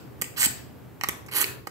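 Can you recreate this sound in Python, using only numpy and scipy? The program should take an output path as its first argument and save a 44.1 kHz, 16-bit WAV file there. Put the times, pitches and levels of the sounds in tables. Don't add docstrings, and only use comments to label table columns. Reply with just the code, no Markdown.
import sys
import numpy as np
from scipy import signal
from scipy.fft import rfft, irfft
from scipy.io import wavfile
from scipy.ndimage import uniform_filter1d

SR = 44100
rng = np.random.default_rng(int(sys.argv[2]) if len(sys.argv) > 2 else 0)


def rack_gain(trim_db):
    fader = np.asarray(trim_db, float)
    return 10 ** (fader / 20)


def to_wav(s):
    ch = np.atleast_2d(s).T
    pcm = np.round(np.clip(ch, -1, 1) * 32767)
    wavfile.write(sys.argv[1], SR, pcm.astype(np.int16))


N = 74970

# frequency in Hz, level in dB per Hz.
ROOM_TONE = [(40, -33), (70, -2.5), (125, -8), (200, -12.5), (320, -13), (650, -22), (1500, -28),
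             (8500, -52)]
# frequency in Hz, bandwidth in Hz, level in dB.
APPLIANCE_HUM = [(62, 12, -75), (125.7, 13, -51.5), (311.2, 12, -62.5), (400, 28, -62.5)]
# frequency in Hz, time to fall 60 dB in seconds.
ROOM_DECAY = [(200, 3.3), (800, 0.91), (2000, 0.477), (5000, .5), (8000, 0.3177), (14000, 0.42)]
# frequency in Hz, gain in dB.
ROOM_COLOUR = [(200, 1), (1000, -0.68), (3000, 0.32), (8000, 1), (16000, -0.68)]
# start in seconds, chatter decay in seconds.
CONTACTS = [(.2143, .008), (.2200, .0004), (.2225, .0015), (.2425, .0008), (.4298, .001), (.4485, .001),
            (.4590, .0005), (.4635, .0015), (.4720, .003), (1.0117, .0006), (1.0358, .0016), (1.0412, .002),
            (1.0872, .0011), (1.0928, .001), (1.262, .008), (1.2845, .01), (1.4268, .001), (1.432, .002),
            (1.4420, .0015), (1.6708, .0015), (1.6735, .003)]
# level in dB, steel over housing in dB, housing pitch in Hz.
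CONTACT_SOUNDS = [(-31.5, 16, 4100), (-18, 7.5, 1560), (-26.5, -7, 1200), (-29.5, -11.5, 1800),
                  (-16.5, 9.5, 1500), (-27, 8, 1100), (-30.5, 25, 2500), (-26, 2, 4300), (-26, -10, 900),
                  (-18.5, -11, 1270), (-13.5, -1, 1160), (-17, -13, 1120), (-18, 12, 1100),
                  (-17, 0.5, 1400), (-49.5, 11.5, 1800), (-33.5, -6, 1330), (-22, 5, 1200), (-28, 2, 1800),
                  (-13.5, -11, 3800), (-16, -13, 1190), (-28, 6, 870)]
# start in seconds, level in dB, pitch in Hz, bandwidth in Hz.
THUMPS = [(.221, -26.5, 400, 200), (.465, -25.5, 248, 88), (1.089, -19.5, 312, 250), (1.426, -36, 297, 88),
          (1.442, -35, 400, 122), (1.673, -22, 500, 250)]
# frequency in Hz, bandwidth in Hz, level in dB.
HOUSING = [(280, 30, -16), (400, 48, -11), (605, 165, -9), (858, 280, -3.5), (1188, 174, -4),
           (1734, 228, 2), (1952, 328, 3.5), (2590, 510, 5), (3065, 820, -3.5), (4300, 800, -2)]
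# frequency in Hz, bandwidth in Hz, level in dB.
STRUCK_STEEL = [(6170, 1200, -9), (7500, 1180, 2.5), (8460, 1800, -3.5), (11660, 2370, 0),
                (14200, 2500, -32)]
# time in seconds, level in dB, bite into the steel in dB.
PULL_1 = [(.362, -42, -22), (.372, -29.5, -13), (.396, -21.5, -8.5), (.410, -25, 7), (.420, -21.5, 7.5),
          (.425, -24, -5.5), (.432, -21.5, 0.5), (.462, -21.5, -1), (.470, -45, -3.5)]
# time in seconds, level in dB, bite into the steel in dB.
PULL_2 = [(1.313, -35, -15), (1.316, -31.5, -21), (1.345, -29.5, -11), (1.365, -21.5, -3.5),
          (1.385, -28, 2), (1.395, -21.5, -19), (1.408, -23.5, -3.5), (1.422, -26.5, 3), (1.446, -37, -17)]
# frequency in Hz, bandwidth in Hz, level in dB.
STEEL_1 = [(4730, 77, -4.5), (5290, 120, -4.5), (6840, 140, -8), (6640, 140, -10), (7370, 110, -1.5),
           (7680, 225, 1.5), (7886, 225, 9), (8370, 440, 5.5), (8430, 370, 0.5), (12400, 490, -6),
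           (12500, 250, -29), (13200, 730, -5.5)]
# frequency in Hz, bandwidth in Hz, level in dB.
STEEL_2 = [(4080, 680, -9), (6200, 190, -7), (6900, 88, -24.5), (8160, 120, -4), (10270, 200, -10),
           (10700, 330, -4), (11900, 300, -10), (11570, 250, 0), (12800, 130, -16), (13030, 620, 1.5),
           (14700, 770, 2)]
# frequency in Hz, gain in dB.
GRIT_1 = [(300, -33), (1500, -27), (3500, -20), (5500, -21.5), (8000, -24.5), (10500, -15), (13000, -15.5),
          (16000, -16.5)]
# frequency in Hz, gain in dB.
GRIT_2 = [(300, -42), (1500, -7.5), (3500, -17.5), (5500, -11.5), (8000, -2.5), (10500, -2), (12500, 1.5),
          (16000, -21)]
# frequency in Hz, gain in dB.
LEFT_PORT = [(300, 0), (2500, 1.5), (5500, 0), (7600, 5), (8600, 0), (10000, -9), (11800, -4), (14500, -2)]
# time in seconds, gain in dB.
GAIN_RIDE = [(0, 0.5), (1.001, 0), (1.3, -2.5), (1.5, 1.5), (1.7, -5.5)]


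def unit(x):
    return x / np.sqrt(np.mean(x ** 2) + 1e-30)


def peak(x):
    return x / np.abs(x).max()


def curve(points, hz):
    p = np.array(points, float)
    return np.interp(np.log(hz + 1), np.log(p[:, 0]), p[:, 1])


def colour(x, points):
    gain_db = curve(points, np.arange(2049) * SR / 4096)
    cepstrum = irfft(np.log(rack_gain(gain_db)))
    cepstrum[1:2048] *= 2
    cepstrum[2049:] = 0
    response = irfft(np.exp(rfft(cepstrum)))[:2048]
    return signal.fftconvolve(x, response)[:len(x)]


def ring(x, modes):
    out = 0
    for k, (hz, width, db) in enumerate(modes):
        b, a = signal.iirpeak(hz, hz / width, SR)
        out = out + (-1) ** k * rack_gain(db) * signal.lfilter(b, a, x)
    return out


def walk(rate, n):
    hold = max(int(SR / rate), 2)
    steps = np.repeat(rng.standard_normal(n // 20), hold)[:n]
    return unit(uniform_filter1d(steps, hold))


def air():
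    hiss = (13600, 4300, -64.5)  # Hz, width Hz, dB
    alike = .22

    def one():
        tones = 0
        for hz, width, db in APPLIANCE_HUM + [hiss]:
            tones = tones + rack_gain(db) * unit(ring(rng.standard_normal(N), [(hz, width, 0)]))
        level = rack_gain(-49.5 + .8 * walk(8.08, N))
        return level * unit(colour(rng.standard_normal(N), ROOM_TONE)) + tones

    mid = one()
    side = one()
    return mid + np.sqrt((1 - alike) / (1 + alike)) * side * np.array([[1], [-1]])


def room(x):
    room_db, onset_s, early_db, early_s = -6, .002, -.5, .01
    t = np.arange(SR) / SR
    out = []
    for _ in range(2):
        f, frame_s, z = signal.stft(rng.standard_normal(SR), SR, nperseg=256)
        decay = rack_gain(-60 * frame_s / curve(ROOM_DECAY, f)[:, None])
        tail = signal.istft(z * decay, SR, nperseg=256)[1][:SR]
        tail = tail * (t > onset_s) * rack_gain(early_db * np.exp(-t / early_s))
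        tail = colour(tail / np.sqrt(np.sum(tail ** 2)), ROOM_COLOUR)
        out.append(signal.fftconvolve(x, tail)[:len(x)])
    return rack_gain(room_db) * np.array(out)


def knocks():
    regrip_s = .8
    focus_db_per_oct2, spread_floor_db = -9, -12
    out, t = np.zeros(N + 3000), np.arange(3000) / SR
    chance = rng.standard_normal((len(CONTACT_SOUNDS), 3000))
    gripped = [(hz, 4 * width, db) for hz, width, db in STEEL_1]
    for (s, length), (db, steel_db, pitch), noise in zip(CONTACTS, CONTACT_SOUNDS, chance):
        push = noise * np.exp(-t / length) + 4 * (t == 0)
        shell = []
        for hz, width, mode_db in HOUSING[2:]:
            focus = max(focus_db_per_oct2 * np.log2(hz / pitch) ** 2, spread_floor_db)
            shell.append((hz, 1.4 * width, mode_db + focus))
        blade = gripped if s < regrip_s else STRUCK_STEEL
        steel = peak(ring(push, blade) + .3 * push)
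        i = int(s * SR)
        out[i:i + len(t)] += rack_gain(db) * (peak(ring(push, shell)) + rack_gain(steel_db) * steel)
    for s, db, hz, width in THUMPS:
        i = int(s * SR)
        out[i:i + len(t)] += rack_gain(db) * np.sin(2 * np.pi * hz * t) * np.exp(-np.pi * width * t)
    return out[:N]


def patchy(x, modes):
    patch_db, patch_hz = 4, 90
    return sum(ring(x * rack_gain(patch_db * walk(patch_hz, N)), [mode]) for mode in modes)


def stroke(pull, steel, grit, ring_db, scrape_db, housing_db, rumble_db):
    grains_per_s, grain_spread_db, judder_db, judder_hz = 14000, 1.7, 1.7, 300
    hit = rng.random(N) < grains_per_s / SR
    grains = unit(hit * rng.standard_normal(N) * rack_gain(grain_spread_db * rng.exponential(size=N)))
    grains = unit(grains * rack_gain(judder_db * walk(judder_hz, N)))

    t, p = np.arange(N) / SR, np.array(pull, float)
    push = rack_gain(np.interp(t, p[:, 0], p[:, 1], left=-120, right=-120))
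    bite = rack_gain(np.interp(t, p[:, 0], p[:, 2]))

    def part(body, gain):
        return body(grains * gain) / np.std(body(grains))

    blade = part(lambda v: patchy(v, steel), push * bite)
    scrape = part(lambda v: colour(v, grit), push * np.sqrt(bite))
    housing = part(lambda v: patchy(v, HOUSING[4:]), push)
    rumble = part(lambda v: ring(v, HOUSING[:2]), push)
    return (rack_gain(ring_db) * blade + rack_gain(scrape_db) * scrape
            + rack_gain(housing_db) * housing + rack_gain(rumble_db) * rumble)


def near(x, db):
    decay_s, bounces_per_s = .003, 9000
    t = np.arange(int(3 * decay_s * SR)) / SR
    hit = rng.random(len(t)) < bounces_per_s / SR
    taps = hit * rng.standard_normal(len(t)) * np.exp(-t / decay_s) * (t > 0)
    h = rack_gain(db) * taps / np.sqrt(np.sum(taps ** 2)) + (t == 0)
    return signal.fftconvolve(x, h / np.sqrt(np.sum(h ** 2)))[:N]


def scene():
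    first = stroke(PULL_1, STEEL_1, GRIT_1, ring_db=-1, scrape_db=-2.5, housing_db=-10.5, rumble_db=-31)
    second = stroke(PULL_2, STEEL_2, GRIT_2, ring_db=-2.5, scrape_db=0, housing_db=-5.5, rumble_db=-18.5)
    direct = first + second + knocks()

    left_db, left_lag_s = -5.5, .00016
    f = np.fft.rfftfreq(N, 1 / SR)
    left = irfft(rfft(direct) * rack_gain(left_db) * np.exp(-2j * np.pi * f * left_lag_s), N)

    lead = int((PULL_1[-1][0] + .25) * SR)
    earlier = rack_gain(-10.5) * 10 * first[:lead]
    wet = room(np.concatenate([earlier, direct]))[:, lead:]
    return rack_gain(4) * np.array([near(left, -2), near(direct, -11)]) + wet + air()


def roll_off(x):
    return signal.sosfilt(signal.butter(12, 16960, fs=SR, output="sos"), x)


def record(dry):
    top_hz, bottom_hz = 15720, 62
    ride = np.array(GAIN_RIDE, float)
    gain = rack_gain(np.interp(np.arange(N) / SR, ride[:, 0], ride[:, 1]))
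    x = np.array([colour(dry[0], LEFT_PORT), dry[1]]) * gain
    x = signal.sosfilt(signal.ellip(12, .3, 70, top_hz, fs=SR, output="sos"), x)
    x = signal.sosfilt(signal.butter(3, bottom_hz, "high", fs=SR, output="sos"), x)
    return roll_off(x)


dry = scene()
out = record(dry)
to_wav(out)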